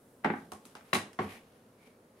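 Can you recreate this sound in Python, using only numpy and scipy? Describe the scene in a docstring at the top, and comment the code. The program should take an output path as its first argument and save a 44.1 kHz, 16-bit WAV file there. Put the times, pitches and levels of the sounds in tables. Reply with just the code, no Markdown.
"""A mandoline on a cutting board

A plastic mandoline is shifted about on a wooden board in a small kitchen, heard from close by.
Impacts excite its modes as the hand bumps it and it knocks and rocks on the board; it ticks under
the fingers, and friction gives a soft slide as an onion is held to its ramp. A wall reflection and
reverberation answer each impact, over a low steady room noise and a faint hiss."""
import sys
import numpy as np
from scipy import signal
from scipy.fft import rfft, irfft, next_fast_len
from scipy.io import wavfile
from scipy.ndimage import map_coordinates

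SR = 44100
rng = np.random.default_rng(int(sys.argv[2]) if len(sys.argv) > 2 else 0)


def dump(signal):
    """Clip the signal to [-1, 1] and save it as 16-bit WAV at the path in sys.argv[1]."""
    limited = np.clip(np.atleast_2d(signal).T, -1, 1)
    pcm = np.round(limited * 32767).astype(np.int16)
    wavfile.write(sys.argv[1], SR, pcm)


N = 97020


def amp(db):
    """Amplitude ratio of a level in decibels."""
    return 10 ** (np.asarray(db) / 20)


def unit(x):
    """Normalisation to an rms of 1."""
    return x / np.sqrt(np.mean(x ** 2) + 1e-20)


def along(points, hz):
    """Interpolation of (Hz, value) points on a log-frequency axis."""
    f, v = np.transpose(points)
    return np.interp(np.log(hz + 1), np.log(f + 1), v)


def bell(hz, centre_hz, octaves):
    """Gaussian peak on a log-frequency axis."""
    return np.exp(-.5 * (np.log2((hz + 1) / centre_hz) / octaves) ** 2)


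def lowpass(hz, edge_hz, order):
    """Magnitude response that falls 6 dB per octave per order above the edge."""
    return 1 / np.sqrt(1 + ((hz + 1) / edge_hz) ** (2 * order))


def highpass(hz, edge_hz, order):
    """The low-pass response mirrored about its edge."""
    return lowpass(hz, edge_hz, -order)


def colour(x, gain):
    """Minimum-phase filtering: folding the cepstrum makes the response gain(hz) causal."""
    m = 2 * next_fast_len(x.shape[-1] // 2 + 4096)
    magnitude = np.maximum(gain(np.fft.rfftfreq(m, 1 / SR)), 1e-6)
    cepstrum = irfft(np.log(magnitude), m)
    cepstrum[1:m // 2] *= 2
    cepstrum[m // 2 + 1:] = 0
    return irfft(rfft(x, m) * np.exp(rfft(cepstrum)), m)[..., :x.shape[-1]]


def zero_phase(x, gain):
    """Zero-phase filtering: the response gain(hz) adds no delay."""
    m = next_fast_len(x.shape[-1] + SR // 2)
    return irfft(rfft(x, m) * gain(np.fft.rfftfreq(m, 1 / SR)), m)[..., :x.shape[-1]]


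def panned(x, balance_db):
    """Intensity panning: a positive level difference balance_db(hz) leans the sound left."""
    return zero_phase(x, lambda hz: amp(balance_db(hz) * np.array([[.5], [-.5]])))


def add(track, start_s, x):
    """Superposition of a sound on the track."""
    i = max(round(start_s * SR), 0)
    track[:, i:i + x.shape[1]] += x[:, :max(N - i, 0)]


# Stereo width. Each row: frequency in Hz, side level relative to mid in dB.
SIDE_LEVEL = [(60, -39), (180, -28), (350, -19.5), (700, -8), (1400, -0.5), (2800, -3.5), (6000, -1.5),
              (14000, -6)]

def stereo_noise(size):
    """Partial coherence: the two channels are alike in the bass and differ in the treble."""
    hz = np.fft.rfftfreq(size, 1 / SR)
    mid, side = rfft(rng.standard_normal((2, size)))
    side = side * amp(along(SIDE_LEVEL, hz))
    return irfft(np.array([mid + side, mid - side]), size)


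# Background spectrum of the kitchen. Each row: frequency in Hz, relative level in dB.
ROOM_SPECTRUM = [(25, -23), (60, -17), (115, -6.5), (180, -7.5), (240, -0.5), (310, -9), (480, -4.5),
                 (750, -16), (1400, -22), (3000, -32.5), (5500, -34.5), (7800, -36), (10000, -31.5),
                 (13000, -37.5), (15800, -40)]

def room_noise():
    """Stationary noise with most of its power at low frequencies."""
    noise = colour(stereo_noise(N + SR // 2), lambda hz: amp(along(ROOM_SPECTRUM, hz)))
    return amp(-61) * unit(noise[:, -N:])


# Envelope of the hiss. Each row: time in seconds, level in dB.
HISS_ENVELOPE = [(0, -74.5), (.15, -73.5), (.25, -82), (.9, -74.5), (1.4, -91), (2.2, -102)]

def hiss():
    """Amplitude modulation of a high noise band: it dips, returns and fades away."""
    band = colour(stereo_noise(N), lambda hz: bell(hz, centre_hz=9860, octaves=0.5) + 0.015)
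    level_db = np.interp(np.arange(N) / SR, *np.transpose(HISS_ENVELOPE))
    return amp(level_db) * unit(band)


# Reverberation of the kitchen. Each row: frequency in Hz, time to decay by 60 dB in seconds.
REVERB_TIMES = [(100, 0.49), (300, 0.44), (1000, 0.31), (3000, 0.28), (8000, 0.29), (15000, 0.19)]
WALL_DELAY_S, WALL_DB = 0.015, -8

def dense_ring(t60_s, rise_s, room_db):
    """Overlapping modes act as decaying noise; a wall reflection and reverberation follow."""
    t = np.arange(SR // 2) / SR
    direct = stereo_noise(len(t)) * amp(-60 * t / t60_s) * (1 - np.exp(-t / rise_s))
    hz, when, spectra = signal.stft(stereo_noise(len(t)), SR, nperseg=256)
    decay = amp(-60 * when / along(REVERB_TIMES, hz)[:, None])
    tail = signal.istft(spectra * decay, SR, nperseg=256)[1][:, :len(t)]
    tail = tail * (1 - np.exp(-t / 0.00074))
    echo = np.pad(direct, ((0, 0), (round(WALL_DELAY_S * SR), 0)))[:, :len(t)]
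    return direct + amp(WALL_DB) * echo + amp(room_db) * unit(tail) * direct.std()


# Modes of the mandoline on the board. Each row: frequency in Hz, time to decay by 60 dB in seconds,
# then relative levels in dB when struck at the front, the middle and the rear.
BODY_MODES = [(96.7, 0.26, -15.5, -19.5, -5.5), (170.8, 0.35, -13.5, -25, -16), (209, 0.12, 4, -5, 0.5),
              (270.3, 0.33, -11, -33, -14.5), (369.2, 0.077, -1.5, -3, 0), (428.9, 0.086, -3, -7, -0.5),
              (761.6, 0.064, -8.5, -5.5, -5), (827, 0.046, 2.5, -0.5, -27), (1101, 0.044, -29, 1.5, 4.5),
              (1560, 0.023, 2, -1, -14), (1930, 0.05, -2, -6, -22), (2202, 0.041, -7.5, -8, -2),
              (2770, 0.032, -16, -5.5, -11), (3950, 0.043, -14, -5, -21)]
# Dense resonances of the frame. Each row: frequency in Hz, relative level in dB.
FRAME_SPECTRUM = [(30, -42.5), (70, -1.5), (130, -1), (220, 3), (400, 0), (530, -3), (720, 2.5), (1300, -2),
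                  (2100, -0.5), (4000, -5), (7500, -8), (15000, -15)]
MODE_RISE_CYCLES, MODE_SCATTER_DB, MODE_ROOM_T60_S = 1.7, 2, 0.32

def body_response(spot):
    """Modal superposition: the point of impact sets how strongly each mode is excited."""
    t = np.arange(SR // 2) / SR
    column = ("front", "middle", "rear").index(spot)
    modes = 0
    for hz, t60, *levels_db in BODY_MODES:
        phase = 2 * np.pi * hz * t
        side = amp(along(SIDE_LEVEL, hz)) * rng.choice([-1, 1]) * np.array([[1], [-1]])
        db = levels_db[column] + MODE_SCATTER_DB * rng.normal()
        envelope = amp(db - 60 * t / t60) * (1 - np.exp(-t * hz / MODE_RISE_CYCLES))
        modes = modes + envelope * (np.sin(phase) + side * np.cos(phase))
    room = unit(stereo_noise(len(t)) * amp(-60 * t / MODE_ROOM_T60_S)) / np.sqrt(len(t))
    reverb = signal.fftconvolve(modes.mean(axis=0)[None], room, axes=1)[:, :len(t)]
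    ring = dense_ring(t60_s=0.043, rise_s=0.00076, room_db=-1)
    frame = colour(ring, lambda hz: amp(along(FRAME_SPECTRUM, hz)))
    return amp(0.5) * (modes + amp(-4.5) * reverb) + amp(10) * frame


# Bumps of the hand on the frame. Each row: start in seconds, gain in dB, contact cut-off in Hz.
HAND_BUMPS = [(0.238, -51, 2440), (.521, -40.5, 1024), (0.659, -48, 410), (.752, -46.5, 1090)]
BASS_ORDER = 1.97

def hand_bumps():
    """A soft contact is a low-pass excitation; a light touch also barely moves the board in the bass."""
    out = np.zeros((2, N))
    for start_s, db, contact_hz in HAND_BUMPS:
        force = lambda hz: lowpass(hz, contact_hz, 5.2) * highpass(hz, 90, BASS_ORDER)
        add(out, start_s, amp(db) * colour(body_response("middle"), force))
    return out


# Landings of the frame on the board. Each row: start in seconds, spot that lands, gain in dB,
# contact cut-off in Hz, its filter order, bass edge in Hz, left-right balance in dB.
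BOARD_KNOCKS = [(0.245, "front", -22, 2060, 3.18, 196, 2.5), (0.2569, "front", -30, 1350, 3.9, 130, -6),
                (0.3001, "front", -29.5, 2060, 4.04, 128, 2), (0.336, "front", -34, 1790, 5, 131, -2.5),
                (0.9302, "middle", -24, 3980, 3.8, 96.5, 0.5), (0.9509, "middle", -28, 4400, 3.6, 80, -1),
                (1.1891, "rear", -25.5, 1445, 2.01, 109, 0.5), (1.2017, "rear", -33, 750, 3.7, 70, 6),
                (1.2161, "rear", -33, 1190, 2.2, 51.7, -2)]

def board_knocks():
    """Impact excitation: a harder contact has a wider force spectrum, so the hollow ring is brighter."""
    out = np.zeros((2, N))
    for start_s, spot, db, contact_hz, order, bass_hz, pan_db in BOARD_KNOCKS:
        force = lambda hz: lowpass(hz, contact_hz, order) * highpass(hz, bass_hz, BASS_ORDER)
        balance_db = lambda hz: pan_db * highpass(hz, 700, 1.5)  # the bass stays central
        knock = colour(body_response(spot), force)
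        add(out, start_s, amp(db) * panned(knock, balance_db))
    return out


# Ticks of the plastic. Each row: start in seconds, relative level in dB, low and high edges in Hz.
PLASTIC_CLICKS = [(0.2455, -50.5, 3500, 9900), (0.5187, -44.5, 494, 12600), (0.653, -48.5, 4030, 14600),
                  (.752, -43.5, 800, 4700), (0.809, -54.5, 880, 2850), (0.934, -29, 2400, 11200),
                  (0.9463, -30.5, 2400, 12500), (0.955, -36.5, 3000, 11700), (1.131, -50, 5500, 6500)]
# Spectrum common to the ticks. Each row: frequency in Hz, relative level in dB.
CLICK_SPECTRUM = [(300, 4.5), (1000, 8), (2500, 1), (4000, -5.5), (5500, -3), (7600, -3.5), (10000, 0.5),
                  (12500, -7), (15500, -15)]

def plastic_clicks():
    """Broadband transients: hard plastic is excited abruptly and its ring is quickly damped."""
    out = np.zeros((2, N))
    for start_s, db, low_hz, high_hz in PLASTIC_CLICKS:
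        band = lambda hz: highpass(hz, low_hz, 0.74) * lowpass(hz, high_hz, 2.0)
        snap = dense_ring(t60_s=0.015, rise_s=0.00017, room_db=-0.5)
        click = colour(snap, lambda hz: amp(along(CLICK_SPECTRUM, hz)) * band(hz))
        add(out, start_s, amp(db + 9.5) * click)
    return out


# Slides of onion and frame. Each row: peak time, rise and fall in seconds, level in dB, gain at the
# ramp resonance in dB, its width in octaves, treble gain in dB.
SLIDE_STROKES = [(.39, 0.084, 0.067, -63, -11, 0.26, -0.5), (.7, 0.053, 0.033, -64, -5, 0.23, 9),
                 (.86, 0.011, 0.18, -63.5, 1.5, 0.17, -4), (1.24, 0.029, 0.037, -51, 9, .1, -9.5),
                 (1.316, 0.027, 0.054, -51, 8, 0.26, 8.5), (1.49, 0.14, 0.15, -69, -1.5, 0.31, -11.5),
                 (1.86, 0.054, 0.051, -65, 12, 0.088, 2.5), (2.2, 0.027, .03, -68, 3, 0.14, 0)]
# Spectrum of the friction. Each row: frequency in Hz, relative level in dB.
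FRICTION_SPECTRUM = [(100, -1.5), (600, 9), (1400, 2.5), (3000, 2), (4500, -4.5), (7500, -10), (10500, -5),
                     (14200, -14.5), (16000, -28)]
RAMP_HZ, GRAIN_DB, GRAINS_PER_S = 2230, 1.5, 200

def slides():
    """Sliding friction: grainy noise swells and fades with each move, coloured by the ramp's resonance."""
    out, t = np.zeros((2, N)), np.arange(N) / SR
    for peak_s, rise_s, fall_s, db, ramp_db, octaves, treble_db in SLIDE_STROKES:
        grain = map_coordinates(rng.standard_normal(N // 10), [t * GRAINS_PER_S], order=1)
        tone = lambda hz: amp(along(FRICTION_SPECTRUM, hz)
                              + ramp_db * bell(hz, RAMP_HZ, octaves)
                              + treble_db * highpass(hz, 5500, 0.18))
        friction = unit(colour(stereo_noise(N), tone) * amp(GRAIN_DB * grain))
        swell = np.exp(-.5 * ((t - peak_s) / np.where(t < peak_s, rise_s, fall_s)) ** 2)
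        out += amp(db) * friction * swell
    return out


# Balance of the handling sounds. Each row: frequency in Hz, left minus right level in dB.
HANDLING_BALANCE = [(300, -0.5), (700, -2.5), (1300, -1), (2400, 2), (4400, 0), (8000, -0.5), (15000, -1)]

def scene():
    """Superposition: the handling sounds, panned slightly by frequency, add to the background."""
    handling = board_knocks() + hand_bumps() + plastic_clicks() + slides()
    return panned(handling, lambda hz: along(HANDLING_BALANCE, hz)) + room_noise() + hiss()


def record(dry):
    """Band limiting: an ideal low-pass removes the highest treble."""
    return zero_phase(dry, lambda hz: hz < 15800)


dry = scene()
out = record(dry)
dump(out)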